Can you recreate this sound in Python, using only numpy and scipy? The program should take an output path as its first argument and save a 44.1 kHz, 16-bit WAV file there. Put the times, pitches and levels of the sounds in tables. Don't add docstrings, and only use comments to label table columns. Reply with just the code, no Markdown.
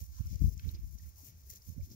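import sys
import numpy as np
from scipy import signal
from scipy.fft import rfft, irfft, next_fast_len
from scipy.io import wavfile

SR = 44100
rng = np.random.default_rng(int(sys.argv[2]) if len(sys.argv) > 2 else 0)


def gain_from_db(level_db):
    decades = np.asarray(level_db, float) / 20
    return 10 ** decades


def persist_wave(psi):
    counts = np.round(np.clip(psi, -1, 1) * 32767).astype(np.int16)
    wavfile.write(sys.argv[1], SR, np.atleast_2d(counts).T)


N = 85995


def colour(x, points, lag_s=0):
    size = next_fast_len(N + 4096)
    hz = np.arange(size // 2 + 1) * SR / size + 1e-3
    corner_hz, corner_db = np.array(points).T
    gain = gain_from_db(np.interp(np.log(hz), np.log(corner_hz), corner_db))
    delay = np.exp(-2j * np.pi * hz * lag_s)
    return irfft(rfft(x, size) * gain * delay, size)[..., :N]


def rms_one(x):
    return x / np.sqrt(np.mean(x ** 2) + 1e-20)


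def band(x, low_hz, high_hz):
    edges_hz = [low_hz, min(high_hz, 0.48 * SR)]
    return signal.sosfilt(signal.butter(2, edges_hz, "band", fs=SR, output="sos"), x)


def drift(rate):
    step = 40
    pole = np.exp(-2 * step * np.pi * rate / SR)
    noise = rng.standard_normal(N // step + 2002)
    slow = signal.lfilter([1], [1, -2 * pole, pole * pole], noise)[2000:]
    return np.interp(np.arange(N) / step, np.arange(len(slow)), rms_one(slow))


def bump(s, db, length, tail=0.66):
    t = np.arange(N) / SR - s
    width = length * np.where(t > 0, tail, 1)
    return gain_from_db(db) * 2.0 ** (-(2 * t / width) ** 2)


# time in seconds, rms level in dB, length in seconds, beat frequency in Hz.
LEFT_EDDIES = [(.03, -49.5, 0.037, 58.2), (.134, -51.5, 0.041, 62.5), (.267, -36, 0.029, 80.3),
               (.33, -34, 0.033, 89.7), (.36, -30.5, 0.025, 55.2), (.395, -40.5, 0.014, 75),
               (.4225, -21, 0.01, 161), (.411, -30, 0.02, 70), (.445, -18.5, 0.025, 61.5),
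               (.4605, -26.5, 0.012, 78.4), (.4695, -32.5, 0.0075, 150), (.4825, -23, 0.0213, 60),
               (.55, -37, 0.061, 64.6), (.6, -45, 0.097, 55.1), (.745, -41, 0.029, 67.4),
               (.845, -32.5, 0.023, 57.5), (.89, -45, 0.16, 64.9), (.952, -35, 0.016, 57),
               (1.034, -49.5, 0.03, 67), (1.835, -38, 0.025, 62), (1.919, -51, 0.021, 109)]
RIGHT_EDDIES = [(.027, -35.5, 0.021, 74), (.106, -45, 0.066, 59.4), (.209, -26, 0.015, 72.3),
                (.26, -44, 0.14, 62.6), (.35, -53, 0.059, 57.5), (.45, -36, 0.047, 88),
                (.478, -29.5, 0.0195, 78), (.54, -49.5, 0.064, 55), (.635, -48, 0.078, 55),
                (.673, -31.5, 0.046, 88), (.739, -38.5, 0.041, 74), (.793, -37.5, 0.018, 61.4),
                (.868, -42, 0.012, 60), (1.022, -47, 0.046, 80), (1.07, -44.5, 0.055, 61.7),
                (1.69, -38, 0.025, 89.7), (1.702, -40.5, 0.0087, 115), (1.726, -42.5, 0.022, 75),
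                (1.769, -41, 0.016, 70), (1.7815, -34.5, 0.014, 105), (1.803, -39, 0.012, 81),
                (1.814, -41.5, 0.012, 100), (1.826, -42.5, .012, 79), (1.886, -55.5, 0.12, 77.3)]
# frequency in Hz, gain in dB.
TURBULENCE = [(20, -34), (35, -9), (55, -2), (100, -8), (170, -19), (300, -30), (500, -43), (900, -69)]
EDDY_WOBBLE_RAD, EDDY_SHARPNESS = 1, 1.21
SHARP_REF_HZ, SHARP_BY_PITCH, SHARP_BY_LEVEL = 70, 0.36, 0.13
FIZZ_DB, FIZZ_DB_PER_OCTAVE = -9.5, 8.5
BREEZE_DB, BREEZE_LUMPS_DB, GUST_LUMPS_DB = -64, 8, 4


def wind(eddies):
    t, wobble = np.arange(N) / SR, drift(19.9)
    beats, fizz_power = 0, 0
    for s, db, length, hz in eddies:
        phase = 2 * np.pi * hz * (t - s) + EDDY_WOBBLE_RAD * (wobble - wobble[int(s * SR)])
        sharpness = EDDY_SHARPNESS * (hz / SHARP_REF_HZ) ** SHARP_BY_PITCH
        sharpness = sharpness * gain_from_db(SHARP_BY_LEVEL * (db + 32.5))
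        shape = np.exp(sharpness * np.cos(phase))
        beats = beats - bump(s, db, length, tail=1.0) * (shape - shape.mean()) / shape.std()
        octaves = min(np.log2(hz / SHARP_REF_HZ), 0.4)
        fizz_db = db + FIZZ_DB + FIZZ_DB_PER_OCTAVE * octaves
        fizz_power = fizz_power + bump(s, fizz_db, 1.5 * length) ** 2
    rough = rms_one(colour(rng.standard_normal(N), TURBULENCE))
    lumps = np.minimum(drift(14.7), 1)
    gust_power = fizz_power * gain_from_db(GUST_LUMPS_DB * lumps) ** 2
    breeze_power = gain_from_db(BREEZE_DB + BREEZE_LUMPS_DB * lumps) ** 2
    thumps = colour(beats, [(22, -29.5), (52, 3.0), (260, -2), (900, -36.5)])
    return thumps + np.sqrt(gust_power + breeze_power) * rough


GRAINS_PER_S, GRAIN_SPREAD_DB = 9000, 1.5


def grains():
    spread_db = GRAIN_SPREAD_DB * np.minimum(rng.exponential(1, (2, N)), 5)
    sizes = gain_from_db(spread_db) * rng.standard_normal((2, N))
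    chance = GRAINS_PER_S * gain_from_db(3 * drift(40)) / SR
    return rms_one(sizes * (rng.random((2, N)) < chance))


# time in seconds, rms level in dB, length in seconds, extra brightness in dB.
BRUSH = [(0.013, -56.5, 0.019, 8), (0.038, -66, 0.071, 9.5), (0.166, -62, 0.085, 3), (0.229, -66, 0.036, 6),
         (0.268, -67, 0.025, 11), (0.322, -59.5, 0.075, 2.5), (0.427, -60.5, 0.047, 7.5),
         (0.469, -61, 0.029, 3.5), (0.493, -66.5, 0.024, 12.5), (0.528, -62.5, 0.023, 6.5),
         (0.633, -65.5, 0.16, 4), (0.682, -65, 0.037, 5), (0.715, -65.5, 0.04, 7), (0.794, -71, 0.015, 6),
         (0.867, -78.5, 0.085, 13.5), (0.928, -70.5, 0.037, 13.5), (0.989, -64.5, 0.022, 5),
         (1.024, -65.5, 0.045, 5.5), (1.076, -70, 0.035, 11), (1.212, -65.5, 0.088, 10),
         (1.272, -65.5, 0.043, 13.5), (1.294, -64.5, 0.047, 0), (1.408, -77, 0.044, 13),
         (1.479, -66.5, 0.033, 11.5), (1.505, -55, 0.018, 10), (1.533, -57.5, 0.019, 5.5),
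         (1.562, -58.5, 0.024, 4.5), (1.676, -65, 0.09, 8), (1.844, -62.5, 0.05, 4.5),
         (1.918, -62, 0.04, 2.5)]
# time in seconds, rms level in dB, length in seconds, centre frequency in Hz.
SCUFFS = [(0.016, -70, 0.028, 2800), (0.19, -70, 0.091, 1500), (0.27, -69.5, 0.19, 2700),
          (0.67, -72, 0.099, 1780), (0.661, -64.5, 0.13, 2640), (1.047, -73, 0.06, 2300),
          (1.272, -73, 0.079, 2760), (1.515, -71.5, 0.057, 2140), (0.32, -76.5, 0.068, 470),
          (0.493, -67.5, 0.0323, 430), (0.716, -68, 0.051, 335), (1.29, -68, 0.095, 144),
          (1.504, -76.5, 0.078, 425), (1.92, -63.5, 0.091, 250), (0.75, -60, 0.011, 3800),
          (0.0095, -73.5, 0.025, 530), (1.258, -78, .08, 460), (1.72, -76, 0.07, 380),
          (0.754, -81, 0.037, 390), (1.2, -73, 0.039, 810), (0.343, -76.5, 0.027, 450)]
STRAW_FLOOR_DB, BRIGHT_FLOOR_DB, FLUTTER_DB = -77, -67, 0.5


def straw():
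    power = np.array([bump(s, db, length, tail=1.34) ** 2 for s, db, length, _ in BRUSH])
    brightness = gain_from_db(2 * np.array(BRUSH)[:, -1])
    body = np.sqrt(gain_from_db(STRAW_FLOOR_DB) ** 2 + power.sum(axis=0))
    edge = np.sqrt(gain_from_db(BRIGHT_FLOOR_DB) ** 2 + brightness @ power)
    rustle, flutter = grains(), gain_from_db(FLUTTER_DB * drift(40.4))
    out = body * flutter * rms_one(band(rustle, 3000, 10100)) * gain_from_db(5.0)
    out = out + edge * flutter * rms_one(band(rustle, 7980, 21000)) * gain_from_db(7)
    dull = grains()
    for s, db, length, hz in SCUFFS:
        source = dull if hz > 700 else dull[0]
        scuff = rms_one(band(source, hz / 1.385, hz * 1.267))
        out = out + bump(s, db + 7.5, length, tail=1.64) * scuff
    return out


# time in seconds, peak level in dB, centre frequency in Hz,
# band half-width as a frequency ratio, 60 dB decay time in seconds.
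CRACKS = [(0.156, -48, 9100, 2.2, .005), (0.27, -52, 5340, 1.23, 0.0045), (0.3576, -42, 5360, 2.05, 0.0065),
          (0.393, -50.5, 5400, 1.4, 0.0057), (.421, -47, 12000, 1.8, .005),
          (0.5774, -46.5, 6230, 1.35, 0.014), (0.595, -47, 3240, 1.6, .018), (0.65, -42, 14000, 1.5, .004),
          (0.69, -55, 4400, 1.5, .014), (0.7145, -43, 14000, 1.1, 0.0044), (0.808, -51, 13500, 1.2, 0.0045),
          (0.986, -50.5, 5220, 1.38, 0.004), (1.159, -54, 8900, 2.1, 0.0055),
          (1.385, -59, 14000, 1.6, .004), (1.466, -50, 14500, 1.5, .004), (1.488, -48, 11000, 1.7, .004),
          (1.501, -36, 13300, 2.7, 0.0065), (1.503, -36, 13100, 3, 0.0076),
          (1.5117, -38, 11000, 2.8, 0.0044), (1.526, -48, 4000, 2, .004),
          (1.5372, -38.5, 12000, 4.4, 0.0054), (1.5589, -37, 12000, 2.2, 0.007),
          (1.586, -55, 12000, 1.2, .004), (1.599, -52, 11500, 1.3, .004), (1.634, -57, 13500, 1.7, 0.0044),
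          (1.68, -49.5, 13500, 1.05, .005), (1.839, -50, 6000, 2.6, 0.0059), (1.9135, -54, 5000, 1.1, .006)]
SPLINTER_S = 0.0047


def cracks():
    out, t, noise = np.zeros(N), np.arange(N) / SR, rng.standard_normal(N)
    for s, db, hz, width, t60 in CRACKS:
        impulse = np.arange(N) == int(s * SR) + 1
        splinter = 0.4 * (t60 / SPLINTER_S) ** 2 * noise
        decay = (t >= s) * gain_from_db(-60 * np.abs(t - s) / t60)
        burst = (splinter + 2 * impulse) * decay + 1e-18
        ratio = max(width, 1.1)
        for _ in range(2):
            burst = band(burst, hz / ratio, hz * ratio)
        out += gain_from_db(db + 8.0) * burst / np.abs(burst).max()
    return out


# time
# in seconds, peak level in dB, ring frequency in Hz, 60 dB decay time in seconds.
TAPS = [(.183, -60.5, 1033, 0.051), (0.257, -64.5, 1354, 0.089), (.594, -52.5, 2607, 0.011),
        (.595, -53.5, 3090, 0.017), (0.596, -53.5, 1540, 0.018), (0.594, -57.5, 4300, 0.015),
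        (0.649, -65, 1540, 0.015), (0.996, -63.5, 1870, 0.027), (1.059, -71, 1375, 0.069),
        (1.226, -61, 262, 0.052), (1.501, -59, 2030, 0.017), (1.79, -64, 577, 0.077),
        (1.81, -62, 2300, 0.016), (0.691, -43, 3870, 0.011), (1.62, -57.5, 5090, 0.0096)]
TAP_CONTACT_CYCLES = 1.76


def taps():
    out, t = np.zeros(N), np.arange(N) / SR
    for s, db, hz, t60 in TAPS:
        contact_s = TAP_CONTACT_CYCLES / hz
        contact = bump(s + contact_s / 2, 0, contact_s, tail=1)
        click = contact * np.cos(2 * np.pi * hz * t) * 2 / (contact_s * SR) + 1e-18
        r, w = gain_from_db(-60 / (t60 * SR)), 2 * np.pi * hz / SR
        ring = signal.lfilter([0, np.sin(w)], [1, -2 * r * np.cos(w), r * r], click)
        out += gain_from_db(db + 12) * band(ring, hz / 1.4, hz * 1.4)
    return out


# time in seconds, rms level in dB, length in seconds, ring frequency in Hz.
THUDS = [(1.165, -54.5, 0.032, 70), (1.207, -54.5, 0.061, 84.8), (1.243, -65, 0.025, 58),
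         (1.297, -53, 0.027, 113), (1.351, -51, 0.056, 83.3), (1.425, -58, 0.059, 79.4),
         (1.47, -50, 0.052, 72.7), (1.517, -60.5, 0.036, 98), (1.614, -55, 0.037, 70),
         (1.5, -65, 0.017, 184), (1.565, -68.5, 0.035, 193), (1.916, -57, .012, 202),
         (1.946, -54, .015, 110)]


def thuds():
    t, out = np.arange(N) / SR, np.zeros(N)
    for s, db, length, hz in THUDS:
        out += bump(s, db + 2.5, length, tail=1.02) * np.sin(2 * np.pi * hz * (t - s))
    return out


ENGINE_HZ, ENGINE_WIDTH_HZ, ENGINE_DB = 79.5, 23.4, -62


def engine():
    r, w = np.exp(-np.pi * ENGINE_WIDTH_HZ / SR), 2 * np.pi * ENGINE_HZ / SR
    hum = rng.standard_normal(N + SR)
    for _ in range(2):
        hum = signal.lfilter([1, 0, -1], [1, -2 * r * np.cos(w), r * r], hum)
    return gain_from_db(ENGINE_DB) * rms_one(hum[SR:])


FIELD_DB = -67


def field():
    return gain_from_db(FIELD_DB) * gain_from_db(drift(1)) * rms_one(band(rng.standard_normal((2, N)), 190, 6000))


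# frequency in Hz, gain in dB.
LEFT_PORT = [(300, -4.5), (1000, -5.5), (3000, -13), (5000, -5.5), (6900, 1), (8500, -14.5), (11000, -5),
             (15500, -1.5)]
RIGHT_PORT = [(300, -7), (2400, -11), (3000, -22.5), (6200, 4.5), (7800, -24), (9800, -47), (12500, -17),
              (15500, -47)]
RIGHT_LAG_S, DIFFUSE_SHARE = 0.000397, 0.8


def scene():
    direct, scattered = straw() + field()
    snaps = cracks() + taps()
    far_side = np.sqrt(1 - DIFFUSE_SHARE) * direct + np.sqrt(DIFFUSE_SHARE) * scattered
    left = colour(direct + snaps, LEFT_PORT) + wind(LEFT_EDDIES)
    right = colour(far_side + snaps, RIGHT_PORT, RIGHT_LAG_S) + wind(RIGHT_EDDIES)
    return np.array([left, right]) + engine() + thuds()


def band_limit(x):
    return signal.sosfilt(signal.butter(12, 16590, fs=SR, output="sos"), x)


PREAMP_HISS_DB, CUTOFF_HZ = -82, 15730


def record(dry):
    hiss = gain_from_db(PREAMP_HISS_DB) * rms_one(band(rng.standard_normal(dry.shape), 9100, 23000))
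    top_cut = signal.ellip(12, 0.5, 75, CUTOFF_HZ, fs=SR, output="sos")
    mix = signal.sosfilt(top_cut, dry + hiss)
    return band_limit(mix)


dry = scene()
out = record(dry)
persist_wave(out)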